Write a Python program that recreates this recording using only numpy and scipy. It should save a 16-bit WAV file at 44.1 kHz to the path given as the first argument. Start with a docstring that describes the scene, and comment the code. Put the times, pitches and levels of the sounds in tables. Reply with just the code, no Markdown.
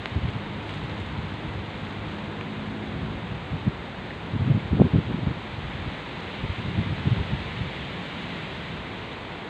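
"""A breeze stirs the trees of a lush garden and buffets a dull-sounding mono microphone.
Far leaves merge into a hiss and near ones flick together, swelling in a gust towards the end.
Eddies at the microphone's port make short low bursts of pressure over a wash of far traffic.
A distant engine's exhaust sounds a harmonic series for the first seconds, a few twigs tick,
and late on a low drone swells on the far road."""
import sys
import numpy as np
from scipy import signal
from scipy.fft import rfft, irfft, next_fast_len
from scipy.io import wavfile

SR = 44100
rng = np.random.default_rng(int(sys.argv[2]) if len(sys.argv) > 2 else 0)


def inscribe(sig):
    """Save sig as 16-bit PCM at rate SR to the path in sys.argv[1].

    A 1-D sig is mono; a 2-D sig holds one channel per row.
    Samples are clipped to [-1, 1] before scaling.
    """
    pcm = np.round(np.clip(np.atleast_2d(sig).T, -1, 1) * 32767)
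    wavfile.write(sys.argv[1], SR, pcm.astype(np.int16))


N = 418509

# leaf hiss as the breeze varies: (time [s], relative level [dB])
BREEZE_LEVEL = [(0.15, -43.5), (0.25, -44), (3.87, -45.5), (5.38, -44), (5.74, -42), (7.61, -39.5),
                (8.42, -40), (9.49, -44.5)]
# spectrum of far leaves: (frequency [Hz], relative density [dB])
LEAF_SPECTRUM = [(200, -16.5), (600, -4), (1300, -4.5), (2050, 5), (2700, 1.5), (3700, -0.5), (8000, -6.5),
                 (16000, -4)]
# shakes of a nearby branch: (time [s], level [dB], duration [s])
BRANCH_SHAKES = [(.06, -44.5, 0.17), (.31, -42.5, .07), (.73, -37, 0.081), (1.06, -45, 0.32), (1.9, -50, 1)]
# spectrum of far roads: (frequency [Hz], relative density [dB])
TRAFFIC_SPECTRUM = [(25, -11), (55, 6.5), (110, 2), (175, 10), (260, 5.5), (420, 3.5), (600, 0), (760, 0),
                    (930, 1), (1200, -3), (1600, -5), (3000, -16), (8000, -14)]
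# rumble of steady airflow over the port: (time [s], relative level [dB])
AIRFLOW_LEVEL = [(0, -43), (1.5, -39.5), (2.6, -43), (3.05, -36), (4, -41), (4.9, -36), (6.2, -45.5),
                 (7.2, -36), (8, -43), (8.7, -42), (9.49, -53.5)]
# spectrum of turbulence at the port: (frequency [Hz], relative density [dB])
PORT_SPECTRUM = [(15, -41), (35, -19.5), (55, -2), (95, 5.5), (150, 1), (220, -6), (320, -17.5), (500, -28),
                 (900, -44.5), (2500, -80.5)]
# dry snaps: (time [s], peak level [dB], centre [Hz], bandwidth [Hz], 60 dB decay time [s])
TWIG_SNAPS = [(.0583, -5, 2000, 5000, 0.0022), (2.411, -18, 1650, 1400, .012),
              (4.107, -25, 1910, 300, 0.024), (6.982, -21, 850, 1200, .008)]
# gusts that reach the microphone: (start [s], duration [s], rms level [dB])
PORT_GUSTS = [(0.116, 0.28, -32), (1.45, 0.18, -36), (4.442, 0.15, -27.5), (4.733, 0.16, -26.5),
              (5.054, 0.27, -27.5), (5.529, 0.41, -35), (6.585, 0.46, -30.5), (7.05, .17, -28),
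              (7.554, .12, -31)]
# the hardest eddies: (time [s], rms level [dB])
HARD_EDDIES = [(.174, -21.5), (.249, -24.5), (.84, -27.5), (1.194, -27), (3.546, -24.5), (3.678, -17.5),
               (4.351, -21.5), (4.417, -20), (4.474, -20), (4.512, -16.5), (4.564, -18), (4.734, -17.5),
               (4.807, -11.5), (4.852, -17), (4.954, -14), (4.989, -18.5), (5.276, -22), (5.65, -30),
               (5.873, -28), (6.443, -25), (6.506, -26), (6.682, -29.5), (6.788, -19), (6.937, -27.5),
               (7.12, -21), (7.204, -20.5), (7.338, -21.5)]
# engine speed: (time [s], firing rate [Hz])
FIRING_RATE = [(.4, 51.7), (1.2, 51), (1.9, 52), (2.3, 52), (2.75, 53.2), (3.15, 53.3)]
# engine load: (time [s], load [0-1])
ENGINE_LOAD = [(2.25, 0), (2.6, 1), (3.15, 1)]
# exhaust series: (harmonic [number], relative level cruising [dB], relative level under load [dB])
EXHAUST_HARMONICS = [(1, -9, -14.5), (2, 2, -1), (3, 0.5, -3.5), (4, 1, 3), (5, -9, -3), (6, -3.5, -8.5),
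                     (7, -18, -8), (8, -18, -14), (9, -16, -12.5)]
# tight vortices that hit the port squarely: (time [s], peak level [dB], frequency scale [Hz])
VORTICES = [(4.8, -10, 292), (4.8189, -6, 283)]
# microphone response: (frequency [Hz], gain [dB])
MIC_RESPONSE = [(20, -16), (36, -6), (55, 0), (3700, 0.5), (4200, -6), (5000, -18), (5500, -24.5),
                (6500, -20.5), (8300, -24), (9200, -32), (10000, -38), (11400, -38.5), (12500, -43),
                (15500, -40)]


def from_db(db):
    """Decibels to amplitude ratio."""
    return 10 ** (np.asarray(db) / 20)


def rms_one(x):
    """Normalisation to rms 1."""
    return x / np.sqrt(np.mean(x ** 2) + 1e-20)


def seconds():
    """The time of every sample."""
    return np.arange(N) / SR


def in_time(curve):
    """Linear interpolation of (time, value) rows at every sample."""
    return np.interp(seconds(), *np.transpose(curve))


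def coloured(x, spectrum, stretch=1):
    """Spectral shaping of x, with the spectrum's frequencies multiplied by stretch."""
    hz, db = np.transpose(spectrum)
    size = next_fast_len(len(x), real=True)
    bins = np.maximum(np.fft.rfftfreq(size, 1 / SR), 1)
    gain = from_db(np.interp(np.log(bins), np.log(hz * stretch), db))
    return irfft(rfft(x, size) * gain, size)[:len(x)]


def noise(spectrum):
    """Stationary noise of a given spectrum, rms 1."""
    return rms_one(coloured(rng.standard_normal(N), spectrum))


def drift(rate):
    """Low-pass random fluctuation of spread 1, changing about rate times a second."""
    pole = np.exp(-200 * np.pi * rate / SR)
    white = rng.standard_normal(N // 100 + 1002)  # one value per 100 samples
    slow = signal.lfilter([1], [1, -2 * pole, pole * pole], white)[1000:]
    return np.interp(np.arange(N) / 100, np.arange(len(slow)), rms_one(slow))


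def bell(t, length):
    """Gaussian envelope around t = 0, within 3 dB of its top for the given length."""
    return 2 ** (-2 * (t / length) ** 2)


def resonance(x, hz, width):
    """Two-pole resonance with gain 1 at its centre."""
    return signal.lfilter(*signal.iirpeak(hz, hz / width, fs=SR), x + 1e-18)


def add(out, s, sound):
    """Superpose a short sound on out from time s."""
    at = round(s * SR)
    low, high = max(at, 0), min(at + len(sound), N)
    out[low:high] += sound[low - at:high - at]


def tree_tops(gain_db=4.0, flutter_db=0.36):
    """Incoherent summation: countless far leaves merge into a hiss that follows the breeze."""
    return from_db(in_time(BREEZE_LEVEL) + gain_db + flutter_db * drift(9)) * noise(LEAF_SPECTRUM)


def near_leaves(gain_db=-7, base_flicks_per_s=600, size_db=3.0, clump_db=2.5, damping=0.44, count=14):
    """Impact excitation: leaves collide in random clumps, and each rings for a cycle or two."""
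    shake_power = sum((from_db(db) * bell(seconds() - s, length)) ** 2
                      for s, db, length in BRANCH_SHAKES)
    stir = np.sqrt(from_db(in_time(BREEZE_LEVEL) + gain_db) ** 2 + shake_power)
    per_s = base_flicks_per_s * (stir / stir.mean()) ** .7  # a stronger stir brings more flicks
    struck = rng.random(N) < per_s * from_db(clump_db * drift(7)) / SR
    strength = from_db(size_db * np.minimum(rng.exponential(1, N), 4))
    flicks = struck * strength * rng.choice([-1, 1], N)
    leaf = rng.integers(0, count, N)
    leaf_hz = np.geomspace(1100, 11000, count)
    rustle = sum(resonance(flicks * (leaf == k), hz, damping * hz) for k, hz in enumerate(leaf_hz))
    return stir * rms_one(rustle / np.sqrt(per_s))


def traffic(level_db=-36, waver_db=-0.07):
    """Incoherent summation: far vehicles blend into a steady rumble with a hump of tyre noise."""
    return from_db(level_db + waver_db * drift(2.0)) * noise(TRAFFIC_SPECTRUM)


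def port_rumble(gain_db=-1.0, lumpy_db=2.5):
    """Turbulent pressure fluctuation: weak airflow keeps up a lumpy rumble in the port."""
    return from_db(in_time(AIRFLOW_LEVEL) + gain_db + lumpy_db * drift(12.0)) * noise(PORT_SPECTRUM)


def twig_ticks(splinter_db=-17, size=2048):
    """Brittle fracture: one crack and its fast-dying splinters excite a damped resonance."""
    out, t = np.zeros(N), np.arange(size) / SR
    for s, db, hz, width, t60 in TWIG_SNAPS:
        splinters = from_db(splinter_db - 60 * t / t60) * rng.standard_normal(size)
        snap = resonance((t == 0) + splinters, hz, width)
        add(out, s, from_db(db) * snap / np.abs(snap).max())
    return out


def gusts(eddies_per_s=16, uneven=0.31, flutter_db=6, edge_s=0.024, calm_db=-33, octaves_per_db=0.09):
    """Eddy shedding at an uneven pace modulates each gust's rumble; stronger gusts sound higher."""
    out, t = 0, seconds()
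    shedding_phase = 2 * np.pi * np.cumsum(eddies_per_s * (1 + uneven * drift(8.03))) / SR
    flutter = from_db(flutter_db * np.sin(shedding_phase))
    turbulence = rng.standard_normal(N)
    for s, length, db in PORT_GUSTS:
        envelope = np.clip(np.minimum(t - s, s + length - t) / edge_s + .5, 0, 1)
        rumble = coloured(turbulence, PORT_SPECTRUM, 2 ** (octaves_per_db * (db - calm_db)))
        out = out + from_db(db) * envelope * rms_one(flutter * rumble)
    return out


def buffets(length_s=0.02, calm_db=-23, octaves_per_db=0.05, size=8192):
    """Frequency scales with flow speed: a hard eddy shakes the port briefly, higher when stronger."""
    out, t = np.zeros(N), (np.arange(size) - size / 2) / SR
    swell = bell(t, length_s)
    for s, db in HARD_EDDIES:
        stretch = 2 ** (octaves_per_db * (db - calm_db))
        eddy = swell * coloured(rng.standard_normal(size), PORT_SPECTRUM, stretch)
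        add(out, s + t[0], from_db(db) * rms_one(eddy) * np.sqrt(np.mean(swell ** 2)))
    return out


def engine(gain_db=-46.5, load_gain_db=5.5, jitter=0.0017, fading_db=2.1, edge_s=0.24):
    """Periodic firing gives exhaust harmonics, louder under load; moving air fades each on its own."""
    load = in_time(ENGINE_LOAD)
    firing_hz = in_time(FIRING_RATE) * (1 + jitter * drift(7.0))
    phase = 2 * np.pi * np.cumsum(firing_hz) / SR
    exhaust = 0
    for harmonic, cruise_db, load_db in EXHAUST_HARMONICS:
        gain = from_db(cruise_db + load * (load_db - cruise_db) + fading_db * drift(3.9))
        exhaust = exhaust + gain * np.sin(harmonic * phase + rng.uniform(0, 2 * np.pi))
    outside_s = np.maximum(FIRING_RATE[0][0] - seconds(), seconds() - FIRING_RATE[-1][0])
    envelope = np.clip(1 - outside_s / edge_s, 0, 1)
    return np.sqrt(2) * from_db(gain_db + load_gain_db * load) * envelope * exhaust


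def vortex_thumps(size=2048):
    """A bipolar pressure pulse: a vortex crossing the port pushes, then sucks."""
    out, t = np.zeros(N), (np.arange(size) - size / 2) / SR
    for s, db, hz in VORTICES:
        passage = 2 * np.pi * hz * t
        pressure = -np.tanh(passage) / np.cosh(passage)
        add(out, s + t[0], from_db(db) * pressure / pressure.max())
    return out


def road_drone(peak_s=8.24, length_s=0.75, level_db=-40, hz=171, width_hz=45):
    """Narrow-band noise has a pitch: a low drone swells and passes on the far road."""
    drone = rms_one(resonance(noise(TRAFFIC_SPECTRUM), hz, width_hz))
    return from_db(level_db) * bell(seconds() - peak_s, length_s) * drone


def scene():
    """Superposition of the garden, the wind on the microphone and the far roads."""
    garden = tree_tops() + near_leaves() + twig_ticks()
    wind = port_rumble() + gusts() + buffets() + vortex_thumps()
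    roads = traffic() + road_drone() + engine()
    return (garden + wind + roads)[None]


def record(dry, cutoff_hz=15500):
    """Band limiting: the microphone loses the deepest bass and much treble; a low-pass cuts the top."""
    dull = coloured(dry[0], MIC_RESPONSE)
    low_pass = signal.ellip(10, .1, 80, cutoff_hz, fs=SR, output="sos")
    return signal.sosfilt(low_pass, dull)[None]


dry = scene()
out = record(dry)
inscribe(out)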